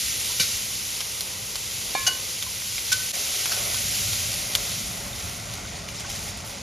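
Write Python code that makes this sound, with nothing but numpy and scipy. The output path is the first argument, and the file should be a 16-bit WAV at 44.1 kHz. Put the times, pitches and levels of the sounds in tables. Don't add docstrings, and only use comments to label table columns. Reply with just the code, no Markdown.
import sys
import numpy as np
from scipy import signal
from scipy.fft import rfft, irfft, next_fast_len
from scipy.io import wavfile
from scipy.ndimage import uniform_filter1d

SR = 44100
rng = np.random.default_rng(int(sys.argv[2]) if len(sys.argv) > 2 else 0)


def log_audio(samples):
    frames = np.atleast_2d(samples).T
    limited = np.clip(frames, -1, 1)
    pcm = np.round(limited * 32767).astype(np.int16)
    wavfile.write(sys.argv[1], SR, pcm)


def boost(x):
    u = np.asarray(x, float) / 20
    return 10 ** u


N = 291927
T = np.arange(N) / SR
CUT_S = 3.1195
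POUR_S = 4.9

# (time [s], peak level [dB], rise [s], fall t60 [s], ring level [dB])
KNOCKS = [
    (0.3972, -11, 0.0053, 0.17, -21),
    (1.9491, -24, 0.0022, 0.049, -28.5),
    (2.0662, -10, .011, 0.042, -19.5),
    (2.9189, -10, 0.012, 0.045, -27),
    (3.5172, -16, .004, 0.055, -28),
]


def unit(x):
    return x / np.sqrt(np.mean(x ** 2))


def ramp(s, rise):
    return np.clip((T - s) / rise, 0, 1)


def colour(x, table, size=16384):
    hz, db = np.transpose(table)
    grid_hz = np.arange(size // 2 + 1) * SR / size
    cep = irfft(np.interp(np.log(grid_hz + 1), np.log(hz), np.log(boost(db))))
    cep[1:size // 2] *= 2
    cep[size // 2 + 1:] = 0
    response = irfft(np.exp(rfft(cep)))[:size // 2]
    return signal.oaconvolve(x, response)[:N]


def walk(rate):
    k = int(SR / rate)
    held = np.repeat(rng.standard_normal(N // k + 1), k)
    return unit(uniform_filter1d(uniform_filter1d(held, k), k)[:N])


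def spits(rate, scatter_db):
    chance = rng.random((3, N))
    happens = chance[0] < rate / SR
    size_db = np.minimum(-scatter_db * np.log(1 - chance[2]), 9.5)
    return unit(happens * np.sign(chance[1] - .5) * boost(size_db))


def add(track, s, sound):
    i = int(s * SR)
    track[i:i + len(sound)] += sound[:N - i]


def sizzle():
    # (frequency [Hz], level [dB])
    hiss_colour = [(700, -38.5), (1300, -12), (2000, -5.5), (3000, -1), (4500, -0.5), (6500, 1), (8000, 1),
                   (9500, -8.5), (11500, -35)]
    # (frequency [Hz], level [dB])
    air_colour = [(7000, -34.5), (8800, -3.5), (10200, -1.5), (12000, -6), (14000, -8), (15300, -6.5),
                  (17000, -10)]
    # (time [s], hiss level [dB])
    heat = [(0.0, -30.5), (0.39, -31.5), (0.97, -33), (1.28, -34.5), (1.66, -35.5), (1.94, -33.5),
            (2.39, -34.5), (3.21, -32), (3.38, -30), (4.12, -30.5), (4.7, -33.5), (5.1, -39), (5.3, -38.5),
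            (5.7, -41), (5.86, -41), (6.62, -42)]
    # (time [s], boost [dB], hold [s], extra brightness [dB])
    flares = [
        (5.14, 2, 0.11, -1),
        (5.66, 1, .01, -1),
        (5.742, 2, .01, -1),
        (5.875, 5, 0.0088, 2),
        (5.936, 5, .01, -2),
        (5.986, 5, .01, 1),
        (6.037, 3, .02, -2),
        (6.086, 5, 0.19, 5),
        (6.44, 1.5, 0.057, 7),
    ]
    attack_s, release_s = .012, .05
    bared_db, bright_db = np.zeros(N), np.zeros(N)
    for s, boost_db, hold, extra_db in flares:
        shape = ramp(s, attack_s) - ramp(s + attack_s + hold, release_s)
        bared_db += boost_db * shape
        bright_db += extra_db * shape
    heat_db = np.interp(T, *np.transpose(heat))
    drown_db = -6.5 * ramp(5.26, 0.52)
    air_db = -37 + 1.1 * (heat_db + 32) + drown_db + bared_db + bright_db
    spit_share_dry, spit_share_wet = 0.14, 0.27
    share = spit_share_dry + (spit_share_wet - spit_share_dry) * ramp(POUR_S, .3)
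    flicker_db = 2.7 * share * walk(14) + .5 * walk(5.04)
    steady = np.sqrt(1 - share) * rng.standard_normal((2, N))
    low, high = steady + np.sqrt(share) * spits(900, 3.3)
    hiss_db = heat_db + bared_db + 2.0 + flicker_db + 0.32 * walk(20)
    air_db = air_db + 4.5 + 0.79 * flicker_db + 0.22 * walk(26)
    return unit(colour(low, hiss_colour)) * boost(hiss_db) + unit(colour(high, air_colour)) * boost(air_db)


def pops():
    # (time [s], peak level [dB], pitch [Hz], body level [dB])
    drops = [(0.3094, -19, 3690, -11), (1.005, -13, 3300, -2), (1.2069, -15, 4800, -13),
             (1.5556, -15.5, 4270, 1), (2.4246, -14, 3400, -18), (2.5994, -27, 4540, -8),
             (2.6205, -23, 3300, 5), (2.7802, -17, 2240, 1), (3.4568, -12.5, 3300, 3),
             (3.7438, -13.5, 3400, -3), (4.1315, -14.5, 3870, -5), (4.3394, -17, 4810, -3),
             (4.551, -4.5, 3280, -14), (5.3976, -34, 2280, -8), (5.537, -21, 4400, -12),
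             (5.887, -24, 2980, -15), (5.999, -28, 4910, -8), (6.0998, -20, 3280, -10),
             (6.3723, -25.5, 4850, -3), (6.403, -26, 2730, 2), (6.45, -37, 2470, -8)]
    out, t = np.zeros(N), T[:SR // 10]
    late = np.maximum(t - .0042, 0)
    for s, db, hz, body_db in drops:
        over_db = db + 15
        echo_db = -3 + 0.45 * over_db
        echo_t60 = 0.047 * boost(-.6 * max(over_db, 0))
        band = signal.butter(1, [hz / 2.16, hz * 2.54], "band", fs=SR, output="sos")
        grit = signal.sosfilt(band, rng.standard_normal(len(t)))
        cycles = np.exp(-t * hz / 2.35) * np.sin(2 * np.pi * hz * t)
        crack = 0.77 * grit * np.exp(-t / 0.0021)
        knock = boost(body_db) * np.exp(-t / 0.00043) * np.sin(2 * np.pi * 1150 * t)
        snap = 1.3 * np.minimum(t / .0006, 1) * (cycles + crack + knock)
        echo = boost(echo_db - 5.0) * grit * np.minimum(late / 0.0023, 1) * 1000. 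** (-late / echo_t60)
        add(out, s + .0006, boost(db) * (snap + echo))
    return out


def bubbles():
    # (time [s], pitch [Hz], level [dB], t60 [s])
    lone = [(.30, 990, -36, 0.15), (2.465, 1020, -33.5, 0.093), (2.765, 4900, -30, .06),
            (3.43, 3050, -31, .08), (3.47, 3350, -31, .1), (3.76, 1500, -37, 0.18), (5.13, 3630, -31, 0.05),
            (5.74, 741, -38, 0.1), (5.985, 5440, -31, 0.09), (5.65, 1500, -37, .05), (5.68, 2200, -36, .03),
            (6.11, 2100, -35, .04), (6.07, 2700, -36, .04), (6.05, 1090, -32, 0.078),
            (6.045, 1530, -32, 0.059), (5.985, 3700, -38, 0.058), (6.015, 2130, -38, 0.055)]
    out = np.zeros(N)
    chance = rng.random((int(260 * 1.7), 4))
    when = POUR_S + (T[-1] - POUR_S) * chance[:, 0]
    pitch = 800 * 2 ** (2.8 * chance[:, 1] ** 1.5)
    level_db = -46.5 + 4.7 * chance[:, 2]
    ring_s = (30 + 60 * chance[:, 3]) / pitch
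    poured = np.transpose([when, pitch, level_db, ring_s])
    for s, hz, db, t60 in [*lone, *poured]:
        t = T[:int(t60 * SR)]
        shape = np.minimum(t / 0.00067, 1) * 1000. ** (-t / t60)
        rising = np.sin(2 * np.pi * hz * t * (1 + 0.0053 * t / t60))
        add(out, s, boost(db) * shape * rising)
    return out


def spatula():
    # (frequency [Hz], level [dB], t60 [s])
    knock_modes = [
        [(2336, -3, .14), (2960, 8, .04), (3620, -5, .15), (3850, -5, .35), (4587, 0, .12), (4732, -6, .25),
         (1530, -6, .12), (6410, -7, .2), (4290, -7, .2), (510, -12, .08)],
        [(1066, 2, .5), (1707, -1, .6), (2196, -8, .34), (2363, -2, .47), (3682, -4, .3), (4330, -3, .16),
         (3569, -12, .14), (2900, -12, .1)],
        [(1066, -12, .3), (5450, -4, .08), (1480, -8, .2), (1523, -7, .28), (2929, 3, .25), (4430, -17, .4),
         (4797, -11, .3), (4600, -1, .08), (6350, 5, .08), (7100, 4, .06)],
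        [(1509, 3, .29), (1517, 2, .29), (1560, -2, .07), (2290, -10, .06), (4420, 2, .07), (5400, 2, .05),
         (6900, -2, .07)],
        [(1500, 3, .17), (1300, -3, .1), (2900, -11, .1), (3400, -9, .1), (5600, 5, .08)],
    ]
    # (frequency [Hz], level [dB])
    thuds = [
        (171, -22),
        (783, -13.5),
        (740, -22.5),
        (1100, -51),
        (1500, -20),
    ]
    # (frequency [Hz], level [dB])
    skid_colour = [(300, -36), (1200, -11), (2500, -5.5), (4500, -1.5), (7000, -1.5), (10000, -5),
                   (15000, -16)]
    skid, out, t = np.zeros(N), np.zeros(N), T[:SR // 2]
    for (s, db, rise, fall, ring_db), modes, (thud_hz, thud_db) in zip(KNOCKS, knock_modes, thuds):
        push = np.minimum(0.35 + 0.8 * t / rise, 1)
        bite = 1000. ** (-np.maximum(t - rise, 0) / fall)
        scrape = 0.18 * 1000. ** (-t / (8.3 * fall))
        chatter = boost(2 * np.repeat(rng.standard_normal(len(t) // 40 + 1), 40)[:len(t)])
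        add(skid, s, boost(db - 7.0) * push * (bite + scrape) * chatter * rng.standard_normal(len(t)))
        waver = uniform_filter1d(rng.standard_normal((12, len(t))), 700) * np.sqrt(700)
        ring = np.zeros(len(t))
        for (hz, mode_db, t60), w in zip(modes, waver):
            ring += boost(mode_db + 2 * w) * 1000. ** (-t / t60) * np.sin(2 * np.pi * hz * t + 0.34 * w)
        add(out, s, boost(ring_db) * push * ring)
        thud = boost(thud_db) * 1000. ** (-t / 0.033) * np.sin(2 * np.pi * thud_hz * t)
        add(out, s + 1.08 * rise, thud)
    return out + 1.77 * colour(skid, skid_colour)


def hood():
    # (frequency [Hz], level [dB per Hz])
    rumble_colour = [(15, -35), (25, -8.5), (102, 0), (118, 0), (141, -8), (188, -5.5), (210, -8),
                     (244, -10.5), (275, -19), (330, -18), (430, -42.5), (730, -120)]
    # (frequency [Hz], level [dB per Hz])
    simmer_colours = [
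        [(150, -22), (260, -8.5), (296, -7), (409, -3.5), (441, -3), (506, -0.5), (616, -5), (944, -5.5), (1260, -6), (1730, -15.5), (2000, -4.5), (2600, -17.5), (4400, -120)],
        [(150, -31), (260, -7.5), (366, -9), (412, -2), (502, -7), (561, 1.5), (643, -2), (718, 0.5), (881, -8.5), (1410, -5.5), (1550, -10.5), (1730, -8), (2000, -5), (2600, -9.5), (4400, -120)],
    ]
    before = T < CUT_S
    flame_low_db, flame_high_db = -49.5, -40.5
    flame_db = flame_low_db + (flame_high_db - flame_low_db) * ramp(3.36, 0.39)
    rumble_db = np.where(before, -47, flame_db) + 1.1 + 0.77 * walk(6)
    rumble = unit(colour(rng.standard_normal(N), rumble_colour)) * boost(rumble_db)
    toss_db = sum(2 * (ramp(s, 0.013) - ramp(s + .02, 0.27)) for s, *_ in KNOCKS)
    simmer_db = toss_db + np.where(before, -49, -43 - 0.28 * (T - CUT_S))
    glug = rng.standard_normal(N) + .3 * spits(150, 1.3)
    dry_pan, later_pan = (unit(colour(glug, table)) for table in simmer_colours)
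    return rumble + np.where(before, dry_pan, later_pan) * boost(simmer_db + 1.94 + 1.1 * walk(9))


def scene():
    # (frequency [Hz], left gain [dB], left lag [rad], unrelated sound [dB])
    ports = [(40, -1, -0.1, -27), (90, -0.1, 0.3, -20), (350, 0.5, 0.4, -10.5), (840, -2, 0.91, -28),
             (936, -2.5, -1, -1), (1200, -4.5, 0.83, -5), (1450, -1, 0.5, -10), (1654, -4.5, 0.5, -16),
             (1777, -10, 2.5, -23), (1804, -4, -1, -3), (1950, 1.5, 0.5, -14), (2095, 0, 0, 0),
             (5950, 1.5, 0, -26.5), (7086, 0.5, 1.05, -35), (7990, 0.5, 3, -24), (10190, -1, 5.5, -9),
             (11700, 0, 5.5, -16), (13200, -1.5, 7.5, -13), (14600, 2, 9, -20), (16000, -4, 9.5, -20)]
    hits = spatula() + pops() + bubbles()
    to_cut = np.where(T < CUT_S, CUT_S - T, .085 * (T - CUT_S))
    fade = np.clip(to_cut / .002, .15, 1)
    near = fade * (sizzle() + hood() + hits)
    other = fade * (sizzle() + hood() + 0.43 * np.roll(hits, 60))
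    m = next_fast_len(N + 4096)
    bin_hz = np.maximum(np.arange(m // 2 + 1) * SR / m, 1.)
    hz, *columns = np.transpose(ports)
    gain_db, lag, other_db = (np.interp(bin_hz, hz, c) for c in columns)
    left = rfft(near, m) * boost(gain_db) * np.exp(-1j * lag) + boost(other_db) * rfft(other, m)
    treble = left * np.clip((bin_hz - 5500) / 1500, 0, 1)
    sway = .09 * walk(9)
    drift = irfft(treble, m)[:N] * (np.cos(sway) - 1) + irfft(-1j * treble, m)[:N] * np.sin(sway)
    return np.array([irfft(left, m)[:N] + drift, near])


def thin_stereo(pair):
    pad = 1214
    ms = np.pad([pair[0] + pair[1], pair[0] - pair[1]], ((0, 0), (pad, 2048))) / 2
    hz, s, z = signal.stft(ms, SR, "cosine", 2048, 1024, boundary=None)
    frames = len(s)
    loud = [abs(ms[0, k * 1024 + 512:k * 1024 + 1536]).max() > .6 for k in range(frames)]
    keep = np.ones(z.shape)
    # band width in bins, threshold in dB, frames its scatter is held
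    for weak, bins, low_db, hold in ((1, 32, -5.0, 4), (0, 12, -9.5, 3)):
        power = np.add.reduceat(abs(z) ** 2, np.arange(0, len(hz), bins), axis=1)
        mood = np.repeat(rng.standard_normal((power.shape[1], frames)), hold, axis=1)[:, :frames]
        threshold_db = low_db + 3.5 * np.clip(mood, -1.6, 1.6)
        kept = power[weak] > power[1 - weak] * boost(2 * threshold_db)
        keep[weak] = np.repeat(kept, bins, axis=0)[:len(hz)]
    keep[:, hz < 2050] = 1
    top_hz = 14300 - 700 * np.repeat(rng.random(frames), 3)[:frames] ** 2
    keep[0] *= hz[:, None] < top_hz
    keep[:, :, loud] = 1
    mid, side = signal.istft(z * keep, SR, "cosine", 2048, 1024, boundary=False)[1][:, pad:pad + N]
    return np.array([mid + side, mid - side])


def roll_off(x):
    return signal.sosfilt(signal.butter(12, 15650, fs=SR, output="sos"), x)


def record(dry):
    low_pass = signal.ellip(10, .2, 60, 15500, fs=SR, output="sos")
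    high_pass = signal.butter(6, 35, "high", fs=SR, output="sos")
    cut = signal.sosfilt(high_pass, signal.sosfilt(low_pass, dry))
    mix = np.clip(thin_stereo(cut), -1, 1)
    return roll_off(mix)


dry = scene()
out = record(dry)
log_audio(out)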